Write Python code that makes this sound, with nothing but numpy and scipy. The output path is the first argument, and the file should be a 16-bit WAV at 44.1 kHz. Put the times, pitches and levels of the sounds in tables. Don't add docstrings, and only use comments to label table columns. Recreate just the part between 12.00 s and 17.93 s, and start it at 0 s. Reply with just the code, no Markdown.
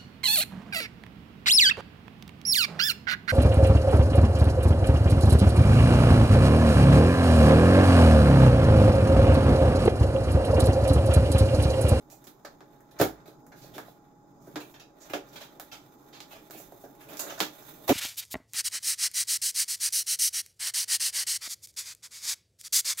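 import sys
import numpy as np
from scipy import signal
from scipy.fft import rfft, irfft, next_fast_len
from scipy.io import wavfile
from scipy.ndimage import uniform_filter1d, map_coordinates

SR = 44100
rng = np.random.default_rng(int(sys.argv[2]) if len(sys.argv) > 2 else 0)


def volts_from_db(level):
    exponent = np.asarray(level, float) / 20
    return 10 ** exponent


def store_pcm(level_fs):
    pcm = np.round(np.clip(level_fs, -1, 1) * 32767).astype(np.int16)
    wavfile.write(sys.argv[1], SR, np.atleast_2d(pcm).T)


N = 261513
SPAN = 1 << 14

# (time [s], crack peak [dB], panel over crack [dB], fizz over crack [dB], crack centre [Hz])
OPEN_TICKS = [(.1012, -53, -9, -1, 6100), (.6066, -55.5, 8.5, -10, 3800), (.806, -70, 14, 9, 7100),
              (1.4663, -63, 8, 6, 7060), (1.7813, -43, 8.5, -0.5, 3460), (3.5985, -44, 3.7, 6, 3700),
              (4.2041, -39, -5.5, -12, 3860), (4.4998, -56, 5, -11, 6800), (4.5089, -47.5, 1.5, 7, 3960),
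              (5.171, -41, -17, 1, 5470), (5.4037, -20, -1.5, -8.5, 3480)]
SHADED_TICKS = [(.2416, -56, -4, 2, 6350), (.270, -51.5, -1, 3.5, 3700), (.4495, -47, 8, -8, 4370),
                (.999, -34, 7, 0.5, 3540), (1.0125, -28.5, 5.5, 2.5, 3600), (2.5579, -38.5, 5, -13, 3700),
                (3.1347, -34, 4.5, -11.5, 2950), (4.950, -67, 0, 8, 2600), (5.134, -53.5, 0, 6.5, 3800),
                (5.2661, -56.5, 14.5, 6, 3500), (5.3921, -42, -2, -5, 7500), (5.6237, -57, 3.5, 1, 6200),
                (5.8925, -25.5, 0.1, -3, 2800)]
RIPS = [(0.748, -86, 15, -12, 7000), (0.9096, -59, 0, -1, 3820), (0.988, -40, 1, -4, 4900),
        (1.256, -58.5, 8, -1, 4200), (1.273, -56, -10, 0.5, 3880), (1.518, -58.5, 10.5, -7, 4430),
        (2.468, -67, 12, 9, 5300), (2.739, -51.5, 1, -8, 3340), (2.796, -48, -2.5, -12, 3180),
        (3.096, -45, 2, -5, 2670), (3.2844, -60, -15, 1, 5800), (4.717, -68.5, 10, 13, 6300),
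        (4.8376, -63, 13, -4, 5900), (5.1921, -31.5, -7, 0, 7340), (5.297, -45.5, 4.5, -5, 6200),
        (5.377, -49, 11, -17, 6100), (5.8771, -32.5, 4, 3, 3800)]
# (time [s], crack peak [dB], fizz over crack [dB], crack centre [Hz], length [s])
SCRAPES = [(0.107, -53, 3.5, 7060, 0.023), (1.554, -59, 1, 4450, 0.055), (1.612, -52.5, -4.5, 4470, 0.042),
           (1.737, -48.5, -3, 3500, 0.022), (1.855, -60.5, 2.5, 3730, 0.06), (2.398, -66.5, 0, 6400, 0.1),
           (2.599, -45, -4.5, 2870, 0.012), (2.702, -69, 11, 6700, 0.014), (2.998, -51.5, -8, 7060, 0.042),
           (3.329, -53.5, -3, 3870, 0.0072), (3.355, -42, -9, 3470, 0.011), (3.401, -44, -7.5, 3320, 0.027),
           (3.714, -41, -12, 3400, 0.019), (4.123, -49, -15, 3640, 0.046), (4.305, -47, -5, 2720, 0.029),
           (4.354, -51, -22, 2600, 0.0075), (4.523, -51, 2, 2800, 0.079), (4.568, -53.5, 8.5, 6300, 0.042),
           (4.796, -67, 9, 6900, 0.031), (4.997, -52.5, 0.5, 2550, 0.055), (5.082, -49.5, 2, 2570, 0.032),
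           (5.196, -80, 6, 6500, 0.022), (5.284, -40, -18, 3030, 0.029)]
# (time [s], pressure [dB], sharpness [dB], body weight [dB])
DRAG = [(0.0, -71, -2.5, -59.5), (0.88, -73, -7, -61.5), (1.06, -60, -15, -54), (1.47, -78, -2, -59),
        (1.73, -57.5, 2, -50.5), (1.96, -76.5, -10, -65), (2.41, -78, -7, -63.5), (2.68, -61, 4, -57),
        (2.86, -88, -15, -64), (3.07, -53, 4, -52.5), (3.22, -61, -2.5, -54), (4.05, -67.5, 0.7, -62.5),
        (4.49, -58.5, 3.5, -58), (4.89, -67.5, 4.5, -60), (5.05, -62, -5, -53.5), (5.28, -44.5, 7, -43.5),
        (5.61, -56, 7.2, -60), (5.93, -55, 10, -53)]
DRAG_LEVELS = [-5, 1.5, -1]
DRAG_GROWTH = [0.93, 1, 0.37]
# (time [s], peak [dB], struck near [Hz], stack over box [dB])
BLOWS = [(0.995, -14.5, 470, -21), (1.008, -10.5, 557, -13.5), (2.555, -28.5, 323, -46),
         (3.131, -22, 760, -47), (3.147, -26, 557, -45), (5.259, -36, 423, -43), (5.291, -40, 596, -34),
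         (5.318, -34.5, 740, -21), (5.402, -24, 290, -40), (5.885, -17.5, 430, -36),
         (5.891, -14.5, 626, -19.5), (5.897, -10.5, 380, -22)]
# (time [s], peak [dB], struck near [Hz])
TAPS = [(0.122, -44, 570), (0.265, -44.5, 230), (0.443, -39, 776), (0.606, -46, 788), (1.276, -40.5, 436),
        (1.47, -50, 274), (1.523, -48, 340), (1.64, -45.5, 684), (1.757, -39, 377), (1.777, -36, 665),
        (1.79, -41, 300), (1.878, -41, 297), (2.469, -38.5, 370), (2.611, -45, 570), (3.098, -37, 520),
        (3.41, -40, 790), (3.592, -42.5, 861), (3.727, -48, 730), (4.2, -53, 352), (4.328, -42, 710),
        (4.356, -44.5, 607), (4.404, -47, 310), (4.495, -42.5, 430), (4.543, -38.5, 270), (4.595, -44, 680),
        (4.718, -38, 550), (4.835, -36.5, 464), (4.891, -44.5, 334), (5.099, -41, 312), (5.194, -35.5, 527)]
# (frequency [Hz], level [dB per Hz])
BOARD = [(530, 25), (900, 11), (1060, 1.5), (1490, 2.5), (1910, -3.5), (2260, -2), (2900, -12), (3440, -12),
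         (4370, -13.5), (7130, -10), (8630, -18), (14300, -13), (15700, -17)]
VOICE_EDGES = [950, 2500, 8900]
# (frequency [Hz], width [Hz], level [dB])
FLAPS = [(1276, 370, 3), (1675, 170, 3.5)]
# (frequency [Hz], width [Hz], level [dB])
BOX_MODES = [(198, 51, -5.5), (306.7, 36, 1), (386.2, 50, -2.5), (436, 37, 4), (499.2, 64, -1.5),
             (569.5, 34, 2.5), (658, 73, 1), (760, 52, 0)]
# (frequency [Hz], width [Hz], level [dB])
STACK_MODES = [(55, 5.1, 15.5), (107.5, 14, 16.5), (139, 62, 15)]
# (time [s], level [dB])
TRAFFIC = [(0.0, -66), (0.83, -66.5), (1.02, -60), (1.42, -64.5), (1.7, -56), (2.13, -68.5), (2.58, -58),
           (2.99, -70), (3.35, -62), (4.0, -69.5), (4.33, -65), (5.93, -63.5)]
# (frequency [Hz], level [dB per Hz])
TOWN_COLOUR = [(20, -11), (55, -5.5), (88, -18.5), (110, -1), (135, 4), (220, -2), (300, 3.5), (540, -13.5),
               (800, -8), (1400, -15.5), (2100, -41), (3000, -54), (6500, -32.5), (8600, -41.5),
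               (13000, -63), (16000, -43)]
# (frequency [Hz], width [Hz], level [dB])
WHINE = [(3700, 110, 15), (5030, 300, 11.5), (6850, 830, 2.5)]
# (frequency [Hz], width [Hz], rms level [dB])
HUM_TONES = [(134.4, 4.4, -73), (296, 17, -76.5), (831, 2.5, -67), (867, 3.4, -78.5)]
# (frequency [Hz], likeness [0 to 1])
ALIKE = [(60, 0.91), (250, 0.87), (600, 0.47), (1200, 0.027), (5000, 0.092), (14000, 0.085)]
# (frequency [Hz], left minus right [dB])
PORT_BALANCE = [(60, -4), (110, -1), (200, -2), (380, -2), (700, -1.5), (1290, -0.5), (2380, -3.5),
                (4400, -5.5), (8120, -8), (15000, -10)]


def ticks():
    out, hz = empty_track()
    for rows, wall_db in ((OPEN_TICKS, 5.5), (SHADED_TICKS, 11)):
        for s, db, panel_db, fizz_db, crack_hz in rows:
            push = walls(SPAN, wall_db, t60=0.21)
            levels_db = db - 0.8 + np.array([0, panel_db, fizz_db])
            add(out, s, push, voices(hz, crack_hz), levels_db)
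    return out[:, :N]


def snaps():
    out, hz = empty_track()
    rip_s = 0.0055
    rows = [(*rip, rip_s) for rip in RIPS]
    for s, db, fizz_db, crack_hz, length in SCRAPES:
        panel_db = -2.5 - 5 * np.log2(crack_hz / 4000)
        rows.append((s, db, panel_db, fizz_db, crack_hz, length))
    for s, db, panel_db, fizz_db, crack_hz, length in rows:
        push = fibres(length) * walls(SPAN, wall_db=14, t60=0.26)
        levels_db = db - 3.0 + np.array([0, panel_db, fizz_db])
        add(out, s, push, voices(hz, crack_hz), levels_db)
    return out[:, :N]


def drag():
    size = next_fast_len(N + SPAN)
    hz = np.fft.rfftfreq(size, 1 / SR)
    catches = (rng.random(N) < 1500 / SR) * volts_from_db(3 * np.clip(wobble(30), -2, 2))
    scratch = (catches + 0.031) * rng.standard_normal(N)
    claws = rfft(scratch, size) * walls(size, wall_db=6.9, t60=0.083)
    rub = rng.standard_normal((2, N)) * volts_from_db(3.2 * wobble(25))
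    weight = spread(rfft(rub, size), hz)
    parts = [*(claws * voices(hz, 3620)[:, None]), weight * box(hz, 503)]

    pressure_db, sharp_db, weight_db = curves(DRAG)
    levels = []
    for db, grows, lean in zip(DRAG_LEVELS, DRAG_GROWTH, (0, -0.5, 1)):
        levels.append(-66.5 + db + grows * (pressure_db + 65) + lean * sharp_db)
    levels.append(weight_db - 3.5)
    return sum(volts_from_db(db) * unit(irfft(part, size)[:, :N]) for db, part in zip(levels, parts))


def knocks():
    out, hz = empty_track()
    stack = sum(volts_from_db(db) * ring(hz, c, w) for c, w, db in STACK_MODES)
    tap_stack_db = -25
    rows = BLOWS + [(*tap, tap_stack_db) for tap in TAPS]
    for s, db, struck_hz, stack_db in rows:
        push = fibres(0.0015) * walls(SPAN, wall_db=-1.5, t60=0.22)
        parts = np.array([box(hz, struck_hz), stack])
        add(out, s + 0.002947, push, parts, db - 4.5 + np.array([0, stack_db + 5.0]))
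    return out[:, :N]


def fibres(length):
    u = np.arange(SPAN) / SR / max(length, 2e-5)
    sizes = volts_from_db(8.5 * rng.standard_normal(SPAN))
    swell = (1 - np.exp(-15 * u)) * np.exp(-u * u * u)
    return 1 + 0.52 * rfft(rng.standard_normal(SPAN) * sizes * swell)


def voices(hz, crack_hz):
    box_top, panel_top, crack_top = VOICE_EDGES
    fizz_gap = 1.135
    crack = high(hz, 0.95 * panel_top) * low(hz, crack_top / fizz_gap)
    crack = crack * (0.22 + abs(ring(hz, crack_hz, 0.3 * crack_hz)))
    flaps = 1 + sum(volts_from_db(db) * ring(hz, c, w) for c, w, db in FLAPS)
    panel = high(hz, box_top) * low(hz, 0.98 * panel_top) * flaps
    fizz = high(hz, fizz_gap * crack_top)
    return volts_from_db(along(BOARD, hz)) * np.array([crack, panel, fizz])


def box(hz, struck_hz):
    total = 0
    for k, (c, w, db) in enumerate(BOX_MODES):
        share = 1 / (1 + (np.log2(c / struck_hz) / 0.75) ** 2)
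        delay_s = 0.00783 / (1 + (c / 450) ** 6)
        late = np.exp(-2j * np.pi * hz * delay_s)
        total = total + (-1) ** k * share * late * volts_from_db(db) * ring(hz, c, w)
    return total * low(hz, 0.75 * VOICE_EDGES[0])


def walls(size, wall_db, t60):
    t = np.arange(SPAN) / SR
    room = volts_from_db(-60 * t / t60) * np.clip(t / 0.0015, 0, 1)
    shelves = 0.61 * volts_from_db(-60 * t / 0.0076)
    tail = rng.standard_normal((2, SPAN)) * (room + shelves)
    tail = rfft(tail / np.linalg.norm(tail[0]), size)
    return 1 + volts_from_db(wall_db) * spread(tail, np.fft.rfftfreq(size, 1 / SR))


def town():
    size = next_fast_len(N)
    hz = np.fft.rfftfreq(size, 1 / SR)
    noise = spread(rfft(rng.standard_normal((2, size))), hz) * volts_from_db(along(TOWN_COLOUR, hz))
    noise = noise * (1 + sum(volts_from_db(db) * abs(ring(hz, c, w)) ** 2 for c, w, db in WHINE))
    deep = 1 / (1 + (hz / 90) ** 8)
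    dull = 1 / (1 + (hz / 230) ** 6)
    rumble, traffic, air = (unit(irfft(noise * g, size)[:, :N]) for g in (deep, dull - deep, 1 - dull))

    traffic_db, = curves(TRAFFIC)
    deep_db = -72.5 + 0.3 * (traffic_db - traffic_db.mean())
    rumble = volts_from_db(deep_db + 1.5 * wobble(9.2)) * rumble
    traffic = volts_from_db(traffic_db + 1.0 * wobble(8.9)) * traffic
    air = volts_from_db(-60 + 1.44 * wobble(4.02)) * air
    return rumble + traffic + air


def hum():
    t = np.arange(N) / SR
    total = 0
    for hz, width, db in HUM_TONES:
        drift = np.cumsum(width / 2 * wobble(3 * width)) / SR
        tone = np.sin(2 * np.pi * (hz * t + drift))
        total = total + np.sqrt(2) * volts_from_db(db + 1.5 * wobble(2.78)) * tone
    return total


def empty_track():
    return np.zeros((2, N + SPAN)), np.fft.rfftfreq(SPAN, 1 / SR)


def add(out, s, push, parts, levels_db):
    heard = irfft(push * parts[:, None], SPAN)[..., :SPAN - 2048]
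    power = np.mean(heard ** 2, 1)
    peak = np.sqrt(uniform_filter1d(power, size=128, axis=1).max(1))
    out[:, round(s * SR):][:, :heard.shape[-1]] += np.tensordot(volts_from_db(levels_db) / peak, heard, 1)


def spread(pair, hz):
    turn = np.arccos(np.clip(along(ALIKE, hz), -1, 1)) / 2
    mid, side = pair[0] * np.cos(turn), pair[1] * np.sin(turn)
    return np.array([mid + side, mid - side])


def ring(hz, centre, width):
    return 1j * hz * width / (centre ** 2 - hz * hz + 1j * hz * width)


def low(hz, edge):
    return 1 / (1 + 1j * np.sqrt(2) * hz / edge - (hz / edge) ** 2) ** 2


def high(hz, edge):
    return low(hz, edge) * (hz / edge) ** 4


def unit(x):
    return x / np.sqrt(np.mean(x ** 2) + 1e-20)


def along(points, hz):
    f, v = np.transpose(points)
    return np.interp(np.log(hz + 1), np.log(f + 1), v)


def curves(rows):
    s, *cols = np.transpose(rows)
    return [np.interp(np.arange(N) / SR, s, c) for c in cols]


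def wobble(rate):
    knots = rng.standard_normal(int(N * rate / SR) + 4)
    return map_coordinates(knots, [np.arange(N) * rate / SR])


def scene():
    return ticks() + snaps() + knocks() + drag() + town() + hum()


def roll_off(x):
    return signal.sosfilt(signal.butter(12, 16990, fs=SR, output="sos"), x)


def record(dry):
    size = next_fast_len(N + SPAN)
    hz = np.fft.rfftfreq(size, 1 / SR)
    lean = along(PORT_BALANCE, hz) / 2
    band_edge_db = -24 * np.clip((hz - 15750) / 150, 0, 1)
    notch_db = -6 * abs(ring(hz, 8720, 680)) ** 2
    gain = volts_from_db(np.array([lean, -lean]) + band_edge_db + notch_db) * (hz < 16900)
    ports = irfft(rfft(dry, size) * gain, size)[:, :N]
    return roll_off(ports)


dry = scene()
out = record(dry)
store_pcm(out)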